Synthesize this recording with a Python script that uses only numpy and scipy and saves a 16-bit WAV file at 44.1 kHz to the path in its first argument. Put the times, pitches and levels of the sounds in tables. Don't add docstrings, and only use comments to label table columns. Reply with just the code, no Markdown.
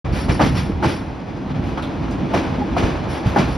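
import sys
import numpy as np
from scipy import signal
from scipy.fft import rfft, irfft, next_fast_len
from scipy.io import wavfile
from scipy.ndimage import map_coordinates

SR = 44100
rng = np.random.default_rng(int(sys.argv[2]) if len(sys.argv) > 2 else 0)


def unload_wav(signal):
    wavfile.write(
        sys.argv[1],
        SR,
        np.round(np.clip(np.atleast_2d(signal).T, -1, 1) * 32767).astype(np.int16),
    )


N = 157437

# t/s, rumble level/dB, body drone level/dB, wheel roar level/dB
ROLLING_LEVELS = [(.05, -20.5, -30, -30), (.31, -22.5, -27.5, -35), (.6, -23.5, -29.5, -35.5),
                  (0.8, -26, -28.5, -34), (1.15, -31.5, -34, -36), (1.65, -26.5, -28, -33),
                  (1.95, -34, -29, -31.5), (2.25, -25, -24.5, -30.5), (2.48, -28.5, -27, -28),
                  (2.7, -25, -27.5, -31), (3.0, -27.5, -28.5, -29), (3.56, -29.5, -29, -29.5)]
RUMBLE_TRIM_DB, DRONE_TRIM_DB, ROAR_TRIM_DB = 2, 1, 0
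# f/Hz, level/dB
RUMBLE_SPECTRUM = [(24, -28), (38, -8), (56, 0.5), (85, 0.5), (110, -2.5), (165, -1.5), (250, -24),
                   (600, -94)]
# f/Hz, level/dB
DRONE_SPECTRUM = [(130, -21.5), (195, -1.5), (230, -6.5), (255, 0.5), (290, -5), (335, -4.5), (385, -12),
                  (1200, -125)]
# f/Hz, level/dB
ROAR_SPECTRUM = [(200, -38), (430, 2), (900, 0), (1200, -6.5), (1800, -11.5), (2500, -14), (2900, -17.5),
                 (5200, -26.5), (7000, -33), (9000, -41), (15500, -59)]
# f/Hz, level/dB
CLATTER_SPECTRUM = [(90, -18), (200, -4), (320, 6.5), (480, 2.5), (1100, -5), (2400, -10), (3600, -17.5),
                    (5500, -21), (9000, -33), (15500, -48)]
# f/Hz, level/dB
SCRAPE_SPECTRUM = [(900, 7), (2200, 2), (3800, -4.5), (6500, -11.5), (9000, -21), (15500, -23)]

# f/Hz, lift/dB
WHEEL_RESONANCES = [(825, 2), (2370, 5.5), (2520, 4.5), (2940, 6), (3280, 6.5), (3520, 7.5), (4130, 7.5),
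                    (4620, 4), (4920, 8.5)]
WHEEL_WIDTH_HZ = 23

# t/s, knock level/dB, knock f/Hz, knock hold from onset/s,
# clatter level/dB, clatter swell/s, clatter t60/s
RAIL_JOINTS = [(0.281, -24.5, 678, 0.025, -19.5, 0.018, 0.4),
               (0.393, -14.5, 852.6, 0.031, -15, 0.031, 0.24), (0.823, -19, 853, 0.027, -19.5, 0.02, 0.55),
               (2.332, -17, 708, 0.017, -18.5, 0.016, 0.46), (2.764, -15.5, 680, 0.0072, -19, 0.02, 0.6),
               (2.827, -32, 898, 0.023, -23.5, 0.01, 0.47), (3.359, -10, 766, 0.013, -16.5, .040, 0.28)]
# f/multiple of knock f, level/dB
KNOCK_SPECTRUM = [(.25, -13), (.6, -2.5), (.85, -1.5), (1.03, 0), (1.35, -2.5), (1.8, -7), (2.8, -24.5),
                  (6, -40), (18, -49)]
KNOCK_RISE_S, KNOCK_T60_S = 0.0027, 0.071
KNOCK_TONE_DB, KNOCK_NOISE_DB = -2.5, -1.5
BOOM_DB, BOOM_SWELL_S, BOOM_T60_S = -4.5, 0.02, 0.75

# f/Hz, level/dB, swell before it lets go/s
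HOLLOW_MODES = [(256, -17.5, 0.081), (826, -19, 0.0086)]
HOLLOW_RELEASE_S = 2.621

JOLT_LOW_HZ, JOLT_HIGH_HZ, JOLT_T60_S, JOLT_SPREAD_DB, JOLT_TRIM_DB = 260.6, 2575, 0.1, 6, 2.2

# t/s, level/dB, base f/Hz
BOGIE_THUMPS = [(.294, -5.5, 92.5), (0.422, -11, 136.5), (0.462, -23, 121), (0.691, -18.5, 298),
                (0.857, -9.5, 131), (0.997, -20, 101), (2.346, -18, 157), (2.838, -8.5, 80),
                (3.259, -4.5, 114), (3.387, -9, 152)]
# f/multiple of base f, level/dB, t60/s
THUMP_MODE_TABLE = [(.62, -4, 0.1), (1.001, 2, 0.045), (1.498, -4.5, 0.074)]
THUMP_RISE_S = 0.0087

# t/s, hold from onset/s, grinding level/dB, ringing level/dB
FLANGE_SCRAPES = [(0.119, 0.087, -30, -39.5), (0.304, 0.017, -40, -38.5), (0.425, 0.036, -24.5, -44),
                  (0.542, 0.052, -28, -41), (0.852, 0.072, -31, -40), (1.634, 0.057, -39, -77),
                  (3.081, 0.069, -33.5, -47), (3.245, 0.044, -30.5, -57), (3.424, 0.13, -37.5, -56.5)]
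SCRAPE_RISE_S, SCRAPE_T60_S = 0.029, 0.35
# f/Hz, level/dB
FLANGE_RESONANCES = [(4610, 1), (5360, 2.5), (5540, 2), (10360, -2), (10640, -3)]
FLANGE_WIDTH_HZ = 105

# t/s, level/dB, centre f/Hz
FITTING_CLINKS = [(1.623, -32.5, 705), (1.774, -23.5, 1460), (1.823, -34, 3840), (2.08, -34.5, 900),
                  (2.108, -45, 7600)]
# f/multiple of centre f, level/dB
CLINK_SPECTRUM = [(.2, -3), (.7, 2), (1, 4), (1.25, -11), (2.2, -15.5), (8, -44.5)]
CLINK_T60_S = 0.21

# f/Hz, likeness (1 alike, -1 opposed)
STEREO_LIKENESS = [(60, 0.99), (250, 0.88), (800, 0.54), (3300, .8), (4000, 1), (6100, 0.98), (6600, -0.48),
                   (7200, -1), (8100, -0.94), (9200, 0.045), (10200, 0.98), (11900, 0.74), (13300, -0.99)]
# f/Hz, t60/s
WALL_DECAY = [(1000, 1), (12000, 0.42)]
WALLS_DB = -17.5
# f/Hz, difference/dB
MIC_BALANCE = [(250, -1.44), (500, 0.6)]
MIC_LOW_CUT_HZ, MIC_TOP_HZ, MIC_OPENS_S = 28, 15700, .044


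def amp(db):
    return 10 ** (np.asarray(db) / 20)


def unit(x):
    return x / np.sqrt(np.mean(x ** 2) + 1e-20)


def along(points, hz):
    f, value = np.transpose(points)
    return np.interp(np.log(hz + 1e-6), np.log(f), value)


def shape(points, scale=1):
    return lambda hz: amp(along(points, hz / scale))


def resonances(rows):
    def response(f):
        total = 0
        for k, (centre, width, db) in enumerate(rows):
            damping = 1j * f * width
            total = total + (-1) ** k * amp(db) * damping / (centre * centre - f * f + damping)
        return total
    return response


def filtered(x, response):
    m = next_fast_len(N + SR // 4)
    return irfft(rfft(x, m) * response(np.fft.rfftfreq(m, 1 / SR)), m)[..., :N]


def wobble(rate):
    return map_coordinates(rng.standard_normal(4096), [np.arange(N) * rate / SR], mode="wrap")


def noise(response, drive=1):
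    forces = drive * rng.standard_normal((2, N))
    return unit(stereo(filtered(forces, response)))


def envelope(start, rise, hold, t60):
    t = np.arange(N) / SR - start
    return np.clip(t / rise, 0, 1) * amp(-60 * np.maximum(t - hold, 0) / t60)


def stereo(pair):
    def mid_side(hz):
        angle = np.arccos(np.clip(along(STEREO_LIKENESS, hz), -1, 1)) / 2
        return np.array([np.cos(angle), np.sin(angle)])
    mid, side = filtered(pair, mid_side)
    return np.array([mid + side, mid - side])


def walls(x):
    hz, t, z = signal.stft(rng.standard_normal((2, SR // 2)), SR, nperseg=256)
    fade = amp(-60 * t / along(WALL_DECAY, hz)[:, None])
    tail = signal.istft(z * fade, SR, nperseg=256)[1]
    tail = tail / np.linalg.norm(tail[0])
    return stereo(signal.fftconvolve(x[:1], tail, axes=1)[:, :N])


def jolts(count):
    t = np.arange(SR // 4) / SR
    out = np.zeros(N + len(t))
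    fade = np.minimum(t / KNOCK_RISE_S, 1) * amp(-60 * t / JOLT_T60_S)
    for when, panel, weakness in rng.random((count, 3)):
        hz = JOLT_LOW_HZ * (JOLT_HIGH_HZ / JOLT_LOW_HZ) ** panel
        strength = amp(-JOLT_SPREAD_DB * weakness) * JOLT_LOW_HZ / hz
        out[int(when * N):][:len(t)] += strength * fade * np.sin(2 * np.pi * hz * t)
    return out[:N]


def rolling():
    s, *levels = np.transpose(ROLLING_LEVELS)
    rumble_db, drone_db, roar_db = [np.interp(np.arange(N) / SR, s, level) for level in levels]
    rumble = noise(shape(RUMBLE_SPECTRUM), amp(2.76 * wobble(14)))
    drone = noise(shape(DRONE_SPECTRUM), amp(1.2 * wobble(25.07)))
    roar = noise(shape(ROAR_SPECTRUM), amp(1.26 * wobble(45)))
    return (amp(RUMBLE_TRIM_DB + rumble_db) * rumble
            + amp(DRONE_TRIM_DB + drone_db) * drone
            + amp(JOLT_TRIM_DB + drone_db) * jolts(count=170)
            + amp(ROAR_TRIM_DB + roar_db) * roar)


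def clinks():
    out = np.zeros((2, N))
    for s, db, hz in FITTING_CLINKS:
        out += amp(db) * envelope(s, 0.00067, .004, CLINK_T60_S) * noise(shape(CLINK_SPECTRUM, hz))
    return out


def hollow_knock():
    t = np.arange(N) / SR
    out = np.zeros(N)
    for hz, db, swell in HOLLOW_MODES:
        hum = envelope(HOLLOW_RELEASE_S - swell, swell, swell, KNOCK_T60_S)
        out += amp(db) * hum * np.sin(2 * np.pi * hz * t)
    return out


def scrapes():
    grind_level, ring_level = np.zeros(N), np.zeros(N)
    for s, length, grind_db, ring_db in FLANGE_SCRAPES:
        stroke = envelope(s, SCRAPE_RISE_S, length, SCRAPE_T60_S)
        grind_level += amp(grind_db) * stroke
        ring_level += amp(ring_db) * stroke
    slips = amp(1.07 * wobble(120))
    ringing = resonances([(hz, FLANGE_WIDTH_HZ, db) for hz, db in FLANGE_RESONANCES])
    grind = noise(shape(SCRAPE_SPECTRUM), slips)
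    ring = noise(ringing, slips * amp(3.7 * wobble(19)))
    return grind_level * grind + ring_level * ring


def thumps():
    out, t = np.zeros(N), np.arange(N) / SR
    for s, db, hz in BOGIE_THUMPS:
        for ratio, mode_db, t60 in THUMP_MODE_TABLE:
            tone = np.sin(2 * np.pi * hz * ratio * (t - s))
            out += amp(db + mode_db) * envelope(s, THUMP_RISE_S, THUMP_RISE_S, t60) * tone
    return out


def joints():
    out, boom_level, t = np.zeros((2, N)), np.zeros(N), np.arange(N) / SR
    for s, knock_db, hz, length, clatter_db, swell, t60 in RAIL_JOINTS:
        tone = np.sin(2 * np.pi * hz * (t - s) + 0.94 * wobble(200))
        knock = amp(KNOCK_TONE_DB) * tone + amp(KNOCK_NOISE_DB) * noise(shape(KNOCK_SPECTRUM, hz))
        out += amp(knock_db) * envelope(s, KNOCK_RISE_S, length, KNOCK_T60_S) * knock
        clatter = noise(shape(CLATTER_SPECTRUM), amp(1.07 * wobble(200)))
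        out += amp(clatter_db) * envelope(s, swell, swell, t60) * clatter
        boom_level += amp(clatter_db + BOOM_DB) * envelope(s, BOOM_SWELL_S, BOOM_SWELL_S, BOOM_T60_S)
    return out + boom_level * noise(shape(DRONE_SPECTRUM))


def wheels(x):
    def response(f):
        lift = 1
        for hz, db in WHEEL_RESONANCES:
            lift = lift + (amp(db) - 1) * resonances([(hz, WHEEL_WIDTH_HZ, 0)])(f)
        return lift
    return filtered(x, response)


def scene():
    blows = joints() + thumps() + scrapes() + clinks() + hollow_knock()
    return wheels(blows + rolling()) + amp(WALLS_DB) * walls(blows)


def record(dry):
    def colour(hz):
        balance = amp(np.array([[.5], [-.5]]) * along(MIC_BALANCE, hz))
        return balance * hz ** 4 / (hz ** 4 + MIC_LOW_CUT_HZ ** 4)
    opened = np.clip((np.arange(N) / SR - MIC_OPENS_S) / .005, 0, 1)
    return filtered(opened * filtered(dry, colour), lambda hz: hz < MIC_TOP_HZ)


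dry = scene()
out = record(dry)
unload_wav(out)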